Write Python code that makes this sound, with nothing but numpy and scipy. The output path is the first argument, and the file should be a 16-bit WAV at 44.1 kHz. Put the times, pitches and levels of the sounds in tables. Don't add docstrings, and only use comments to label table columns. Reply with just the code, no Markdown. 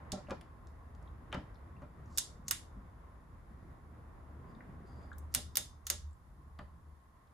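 import sys
import numpy as np
from scipy import signal
from scipy.fft import rfft, irfft
from scipy.io import wavfile

SR = 44100
rng = np.random.default_rng(int(sys.argv[2]) if len(sys.argv) > 2 else 0)


def gain_from_decibels(decibels):
    exponent = np.asarray(decibels, float) / 20
    return 10 ** exponent


def output_pcm(signal):
    pcm = np.clip(np.atleast_2d(signal).T, -1, 1) * 32767
    wavfile.write(sys.argv[1], SR, np.round(pcm).astype(np.int16))


N = 323463
EDGES_HZ = 22 * 2 ** np.arange(0, 9.6, .5)


def rms_one(x):
    return x / np.sqrt(np.mean(x ** 2) + 1e-20)


def peak_one(x):
    return x / np.abs(x).max()


def in_time(rows):
    s, *columns = np.transpose(rows)
    return [np.interp(np.arange(N) / SR, s, c) for c in columns]


def at_hz(points, hz, axis=1):
    points = np.array(points)
    return np.interp(np.log(hz), np.log(points[:, 0]), points[:, axis])


def band(x, low_hz, high_hz):
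    edges = [low_hz, min(high_hz, SR * .45)]
    return signal.sosfilt(signal.butter(2, edges, "band", fs=SR, output="sos"), x)


def steep(x, hz, kind, order):
    return signal.sosfilt(signal.butter(order, hz, kind, fs=SR, output="sos"), x)


def drift(rate):
    r = np.exp(-80 * np.pi * rate / SR)
    noise = rng.standard_normal(N // 40 + 2002)
    slow = signal.lfilter([1], [1, -2 * r, r * r], noise)[2000:]
    return np.interp(np.arange(N) / 40, np.arange(len(slow)), rms_one(slow))


def ring(clicks, hz, t60):
    r, w = gain_from_decibels(-60 / (t60 * SR)), 2 * np.pi * hz / SR
    return signal.lfilter([0, np.sin(w)], [1, -2 * r * np.cos(w), r * r], clicks)


def dying(seconds, t60, rise):
    t = np.arange(round(seconds * SR)) / SR
    return (1 - np.exp(-t / rise)) * gain_from_decibels(-60 * t / t60)


def add(out, s, piece):
    i = round(s * SR)
    out[..., i:i + piece.shape[-1]] += piece[..., :N - i]


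def strokes(rows):
    t, total = np.arange(N) / SR, 0
    for s, rise, hold, fall, db in rows:
        away = np.maximum((s - t) / rise, (t - s - hold) / fall)
        total = total + gain_from_decibels(db - 29.5 * np.clip(away, 0, 2))
    return total


# f/Hz, likeness [0-1]
LIKENESS = [(60, 0.94), (130, 0.99), (290, .7), (640, .3), (1400, 0.1), (3100, 0.038), (7000, 0.15)]


def pair(mid, side, hz):
    alike = np.clip(at_hz(LIKENESS, hz), 0, 1)
    return np.sqrt(1 + alike) * mid + np.sqrt(1 - alike) * side * [[1], [-1]]


# f/Hz, level/dB [per Hz]
OUTDOORS = [(25, -12), (50, -2), (74, -7.5), (110, -8), (240, -18.5), (420, -19.5), (700, -19.5),
            (1100, -22.5), (1740, -28), (2300, -40.5), (3000, -57), (6000, -60.5), (10000, -58),
            (14000, -61.5)]
# t/s, level/dB
TRAFFIC = [(0.0, -57.5), (0.24, -58), (0.65, -64.5), (1.37, -60), (1.59, -61), (1.98, -62), (2.78, -64.5),
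           (3.86, -64.5), (3.94, -62), (4.33, -62), (4.57, -59), (5.08, -61), (6.25, -75.5), (6.76, -70),
           (7.02, -75), (7.33, -74.5)]
# t/s, level/dB
ENGINE = [(0, -55), (.9, -56), (2.0, -55.5), (3.0, -62), (3.9, -57), (4.3, -51.5), (4.47, -56),
          (4.65, -52.5), (5.37, -45.5), (5.65, -57.5), (5.85, -55.5), (6.08, -47), (6.24, -65),
          (6.66, -48.5), (6.76, -58.5), (6.9, -54.5), (7.06, -68), (7.33, -63.5)]
# t/s, level/dB
LORRY = [(0, -66.5), (.7, -60.5), (1.3, -58), (2.1, -60.5), (3.0, -58), (4.0, -63.5), (5.0, -67),
         (6.3, -62), (7.33, -72.5)]


def road():
    (near_db,), (engine_db,), (rumble_db,) = in_time(TRAFFIC), in_time(ENGINE), in_time(LORRY)
    near_db = near_db - near_db.mean()
    drone_db = -60 + .8 * near_db + 1.5 * drift(2.7)
    wash_db = -66.5 + 0.96 * near_db
    white, ranges, together = rng.standard_normal((2, 2, N)), np.zeros((4, 2, N)), drift(4.5)
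    for k, (low, high) in enumerate(zip(EDGES_HZ, EDGES_HZ[1:])):
        mid, side = band(white[k % 2], low, high)
        hz = np.sqrt(low * high)
        patchy_db = .8 if hz < 2500 else .2
        gain = gain_from_decibels(at_hz(OUTDOORS, hz) + patchy_db * (together + drift(1.6)))
        ranges[np.searchsorted([90, 300, 2600], hz)] += gain * pair(mid, side, hz)
    ranges[0] = steep(ranges[0], 36, "high", order=4)
    ranges[3] = steep(ranges[3], 14300, "low", order=16)
    levels_db = rumble_db + 4.0, drone_db, wash_db, -82.25
    stream = sum(gain_from_decibels(db) * rms_one(r) for db, r in zip(levels_db, ranges))

    tyre_hz, tyre_t60_s = 1065, .022
    tyres = pair(*ring(rng.standard_normal((2, N)), tyre_hz, tyre_t60_s), tyre_hz)
    far = gain_from_decibels(-69 + .3 * near_db + 2.1 * drift(5.3)) * rms_one(tyres)
    steady = steep(ranges[2, ::-1, ::-1], 680, "high", order=2)
    far += gain_from_decibels(-73) * rms_one(steady)

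    engine_hz = 74.45
    beat = np.sin(2 * np.pi * np.cumsum(engine_hz + 1.583 * drift(1.2)) / SR)
    hum = ring(rng.standard_normal((2, N)), engine_hz, 0.3)
    hum = rms_one(hum[0] + 0.3 * hum[1] * [[1], [-1]])
    hum = rms_one(1.4 * beat + hum)
    return stream + gain_from_decibels(engine_db - 1.5) * hum + far


# t/s, peak level/dB, weight under 2.8 kHz/dB, body 2.8-5.5 kHz/dB, brightness over 9 kHz/dB
PAWL = [(0.119, -33, -16, -11, -11.5), (2.1748, -27, -23.5, -11, -4), (2.1826, -19, -18.5, -18.5, -7.5),
        (2.4824, -31.5, -17.5, -21, -8.5), (2.5098, -18.5, -6, -18.5, -3.5), (5.1825, -50, -19.5, -26, 0),
        (5.3406, -28.5, -10, -15.5, -3.5), (5.3479, -18.5, -8.5, -14.5, -3), (5.5553, -29, -12, -4.5, 0),
        (5.57, -20.5, -11.5, -18.5, -4.5), (5.8679, -32.5, -7, -12, -1.5),
        (5.9001, -22.5, -12.5, -19, -9.5)]
# f/Hz, level/dB, t60/s
WRENCH = [(2000, -13, 0.017), (2888, -6, 0.065), (3600, -5.5, 0.076), (3673, -3, .09), (3860, -6, .08),
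          (4140, -10, 0.045), (4690, -8.5, 0.063), (5110, -11, 0.083), (5820, -3.5, 0.043),
          (6000, -5.5, 0.071), (6160, -8, 0.096), (6625, -2.5, 0.082), (7370, -14.5, 0.076),
          (7560, -6.5, 0.074), (8350, -0.5, 0.12), (8600, -2.5, 0.1), (9060, -4.5, 0.032),
          (11100, -12, 0.02), (12730, -5, .05), (13470, -2, 0.039), (13860, -13.5, 0.023)]
# f/Hz, level/dB [per Hz]
CRACK = [(700, -35.5), (1100, -9), (1700, -7.5), (2400, -4.5), (3500, -1.5), (5000, 4), (6400, 1),
         (8700, -1.5), (12500, 3), (16400, -1.5)]
# f/Hz, level/dB
SHADE = [(300, -1.5), (1500, -3), (4000, 3), (4800, -4.5), (6500, -12.5), (7600, -20), (9000, 5.5)]


def pawl():
    out, feed = np.zeros((2, N)), np.zeros(N)
    length = 4400
    snap = dying(length / SR, .010, .00015)
    blow = np.eye(1, length)[0]
    for s, db, weight_db, body_db, bright_db in PAWL:
        colour = [(1300, weight_db + 14.5), (2300, weight_db + 13.5), (4200, body_db + 13.0),
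                  (6800, 0), (10500, bright_db + 9.5), (13500, 1.7 * bright_db + 11)]
        chatter = rng.standard_normal((3, length)) * gain_from_decibels(2 * rng.standard_normal(length))
        rattle_db = np.interp(db, [-32, -22], [-10, -12])
        hit, sent = np.zeros((2, length)), np.zeros(length)
        for k, (low, high) in enumerate(zip(EDGES_HZ[10:], EDGES_HZ[11:])):
            hz = np.sqrt(low * high)
            own = np.interp(np.log2(hz / 5000), [-1.4, -.4, 1.1], [.6, 1.6, 1.2])
            sides = (chatter[0] + own * chatter[1:]) / np.hypot(1, own)
            sides = sides * gain_from_decibels(at_hz(SHADE, hz) / 2 * np.array([[1], [-1]]))
            rattle = gain_from_decibels(rattle_db) * dying(length / SR, .06 * min(1, (7000 / hz) ** .6), .001)
            click = 2.0 * np.roll(blow, 12) * [[(-1) ** (k // 2)], [1]]
            gain = (-1) ** k * gain_from_decibels(at_hz(CRACK, hz) + at_hz(colour, hz))
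            hit += gain * band(sides * (snap + rattle) + click, low, high)
            sent += gain * band(blow, low, high)
        rings = np.zeros((2, length))
        for hz, mode_db, t60 in WRENCH:
            own_db = rng.normal(0, 1.6, (2, 1))
            rings += gain_from_decibels(mode_db + at_hz(colour, hz) + own_db) * ring(blow, hz, t60)
        hit = gain_from_decibels(db + 8.5) * peak_one(peak_one(hit) + gain_from_decibels(-8.0) * peak_one(rings))
        add(out, s, hit)
        echo_db = 1.5 + 0.17 * bright_db
        add(feed, s, gain_from_decibels(echo_db) * (rms_one(sent) + 0.41 * rms_one(rings[0])) * hit.std())
    return out, steep(feed, 14600, "low", order=16)


# f/Hz, t60/s, level/dB
BAY = [(300, 0.11, 2.5), (1010, 0.12, 6.5), (2503, 0.27, -2.5), (5000, 0.3, -1), (9000, 0.26, -6.5),
       (14000, 0.12, -12)]


def bay(x):
    white, echoes = rng.standard_normal((2, 2, 22000)), 0
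    for k, (low, high) in enumerate(zip(EDGES_HZ[4:], EDGES_HZ[5:])):
        hz = np.sqrt(low * high)
        fall = dying(22000 / SR, at_hz(BAY, hz), 0.0014)
        echoes = echoes + gain_from_decibels(at_hz(BAY, hz, axis=2)) * pair(*band(white[k % 2], low, high), hz) * fall
    echoes = echoes / np.sqrt(np.sum(echoes ** 2) / 2)
    return signal.fftconvolve(x[None], echoes, axes=1)[:, :N]


# t/s, panel level/dB, crack level/dB, push length/s, most moved part f/Hz
KNOCKS = [(0.124, -32.5, -59, 0.018, 190), (0.131, -34, -72, 0.0075, 620), (0.164, -41.5, -71, 0.032, 620),
          (0.296, -36.5, -45.5, 0.028, 190), (0.284, -39, -51, 0.011, 596), (0.306, -36, -39, 0.011, 1260),
          (0.314, -30.5, -46, 0.01, 587), (1.326, -40, -34.5, 0.017, 900), (1.345, -31.5, -34, 0.0093, 596),
          (1.356, -33, -70, 0.047, 175), (1.819, -43.5, -54.5, 0.017, 390), (2.76, -48.5, -79, 0.023, 200),
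          (5.357, -42.5, -59, 0.026, 340), (5.57, -46.5, -66, 0.035, 550), (5.902, -44, -46, 0.041, 400),
          (6.590, -42.5, -42.5, 0.0076, 260), (6.601, -45.5, -76.5, 0.022, 390)]
# f/Hz, level/dB, t60/s
PANEL = [(144, -14.5, 0.29), (196.5, 0, 0.15), (247, -7.5, 0.13), (280, -10, 0.1), (390, -9, 0.17),
         (471, -16.5, 0.17), (555, -8, 0.06), (596.4, -0.5, 0.036), (750, -8.5, .07), (841, -9, 0.025),
         (1000, -11.5, 0.1), (1350, -11.5, 0.099), (1570, -25.5, 0.15), (1750, -39.5, 0.02),
         (2390, -12, 0.066), (2620, -22.5, .03), (3090, -22, .03)]


def tower():
    out, length_s, crack_hz = np.zeros(N), 17600 / SR, 1450
    for s, panel_db, crack_db, push, part_hz in KNOCKS:
        noise = rng.standard_normal((2, 17600))
        shove = noise[0] * dying(length_s, 4 * push, push / 3)
        boom = 0
        for hz, db, t60 in PANEL:
            reach_db = -8 * abs(np.log2(hz / part_hz))
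            boom = boom + gain_from_decibels(db + rng.normal(0, 1.5) + reach_db) * ring(shove, hz, t60)
        dull = noise[1] * dying(length_s, 5.3 * push, 0.00023)
        bright = noise[1] * dying(length_s, 0.97 * push, 0.00028)
        crack = band(dull, crack_hz / 2, crack_hz * 1.27)
        crack += gain_from_decibels(-17.0) * band(bright, crack_hz * 0.81, 9700)
        add(out, s, gain_from_decibels(panel_db) * peak_one(boom) + gain_from_decibels(crack_db) * peak_one(crack))
    return out


# t/s, peak level/dB, f/Hz,
# width/octaves
TICKS = [(.27, -58, 2600, 0.34), (0.308, -36, 3080, 2.4), (0.412, -49, 2300, 1.3), (.41, -57, 4860, 0.57),
         (0.412, -49, 9000, 1.1), (.671, -51.5, 5170, 1.45), (.95, -57, 4400, 1.9), (1.026, -59, 7350, 1.2),
         (1.075, -62, 3500, 0.38), (1.319, -49.5, 2280, 1.7), (1.327, -32, 2760, 0.63),
         (1.342, -41, 3670, 1.2), (1.545, -65, 4600, 0.78), (1.556, -60.5, 3980, 0.58),
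         (1.765, -63, 2560, 0.36), (2.059, -63, 6000, 0.57), (4.55, -63, 4040, 0.46),
         (4.606, -49, 1750, 0.65), (5.116, -41, 1350, .8), (5.129, -62, 3600, 0.36),
         (5.131, -59, 7180, 0.5), (2.481, -29, 6750, .3), (5.867, -32.5, 6370, .25),
         (5.903, -33, 6400, .35), (5.57, -19, 13500, .2), (5.9007, -23.5, 13500, .2), (6.11, -65, 7540, .5),
         (6.131, -62.5, 7830, 0.33), (6.588, -54, 3600, 0.95), (7.274, -70, 4180, 0.69)]


def ticks():
    out = np.zeros(N)
    for s, db, hz, octaves in TICKS:
        touch = rng.standard_normal(2200) * dying(2200 / SR, 0.021, 0.00075)
        touch[3] += 6
        low, high = hz / 2 ** (octaves / 2), hz * 2 ** (octaves / 2)
        add(out, s, gain_from_decibels(db) * peak_one(band(band(touch, low, high), low, high)))
    return out


# full weight t/s, build-up/s, hold/s, let-go/s, level/dB
LEANS = [
    (4.4, 0.38, 0.64, 0.48, -61.5),
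    (0.83, 0.26, 0.14, 0.11, -65),
    (2.4, 0.13, 0.085, 0.15, -61.5),
    (6.42, .1, 0.053, 0.084, -66.5),
]


def lean():
    nudges = (rng.random(N) < 170 / SR) * rng.standard_normal(N)
    dealt = rng.integers(0, 5, N)
    mutter = 0
    for k, (hz, db, t60) in enumerate(PANEL[1:6]):
        own = nudges * (dealt == k) + 1e-18
        mutter = mutter + gain_from_decibels(.5 * db) * ring(own, hz, .4 * t60)
    return strokes(LEANS) * rms_one(steep(mutter, 400, "low", order=2))


# full strength t/s, build-up/s, hold/s, let-go/s, level/dB
DRAGS = [
    (2.172, 0.13, .002, .01, -64),
    (2.478, .04, 0.0016, .01, -70),
    (5.336, 0.055, .002, .01, -71.5),
    (5.552, 0.031, 0.0024, 0.013, -73),
    (5.865, 0.027, .002, .01, -72.5),
]
# full strength t/s, build-up/s, hold/s, let-go/s, level/dB
RUBS = [
    (4.5, .05, .05, 0.034, -84.5),
    (4.877, .06, .2, .07, -79.5),
]
# f/Hz, width/Hz, level/dB
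RUB_RINGS = [(2230, 290, -8), (3600, 300, 0.5), (4870, 190, 7.5), (6984, 300, -11)]


def rub():
    grit = rng.standard_normal(N) * gain_from_decibels(2.28 * drift(40))
    drag = strokes(DRAGS) * rms_one(band(grit, 4200, 8200))
    rings = sum(gain_from_decibels(db) * rms_one(ring(grit, hz, 2.0 / width)) for hz, width, db in RUB_RINGS)
    scrape = 1.5 * rms_one(rings) + rms_one(band(grit, 3300, 8000))
    return strokes(RUBS) * rms_one(scrape) + drag


# f/Hz, level/dB, t60/s
HANDLE = [(3550, -3.5, 0.32), (3670, -7, 0.28), (5090, -0.5, 0.34), (5150, -3, 0.31), (6316, -0.5, .25)]
# t/s, level/dB
LOOSE_GRIP = [
    (5.348, -56.5),
    (5.555, -55),
    (5.571, -54),
]


def handle():
    s, db = np.transpose(LOOSE_GRIP)
    out = np.zeros(N)
    for hz, mode_db, t60 in HANDLE:
        clicks = np.full(N, 1e-18)
        clicks[(s * SR).astype(int)] = gain_from_decibels(db + mode_db + rng.normal(0, 1.6, len(s)))
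        out += ring(clicks, hz, t60) * gain_from_decibels(3.6 * drift(40))
    return out


def scene():
    far = road()
    clicks, feed = pawl()
    small = tower() + ticks() + lean() + rub() + handle()
    near = clicks + small * gain_from_decibels([[.4], [-.4]])
    return near + gain_from_decibels(-9.5) * bay(feed) + gain_from_decibels(-7.5) * bay(small) + far


def low_pass(x):
    return signal.sosfilt(signal.butter(12, 16640, fs=SR, output="sos"), x)


def record(dry):
    split_hz, lag_samples = 8300, 13
    hz = np.fft.rfftfreq(N, 1 / SR)
    shared = 1 / (1 + (split_hz / (hz + 1)) ** 24)
    left, right = rfft(dry)
    late = right * np.exp(-2j * np.pi * hz * lag_samples / SR)
    left = np.sqrt(1 - shared) * left + np.sqrt(shared) * late
    ports = steep(irfft(np.array([left, right]), N), 15850, "low", order=24)
    return low_pass(ports)


dry = scene()
out = record(dry)
output_pcm(out)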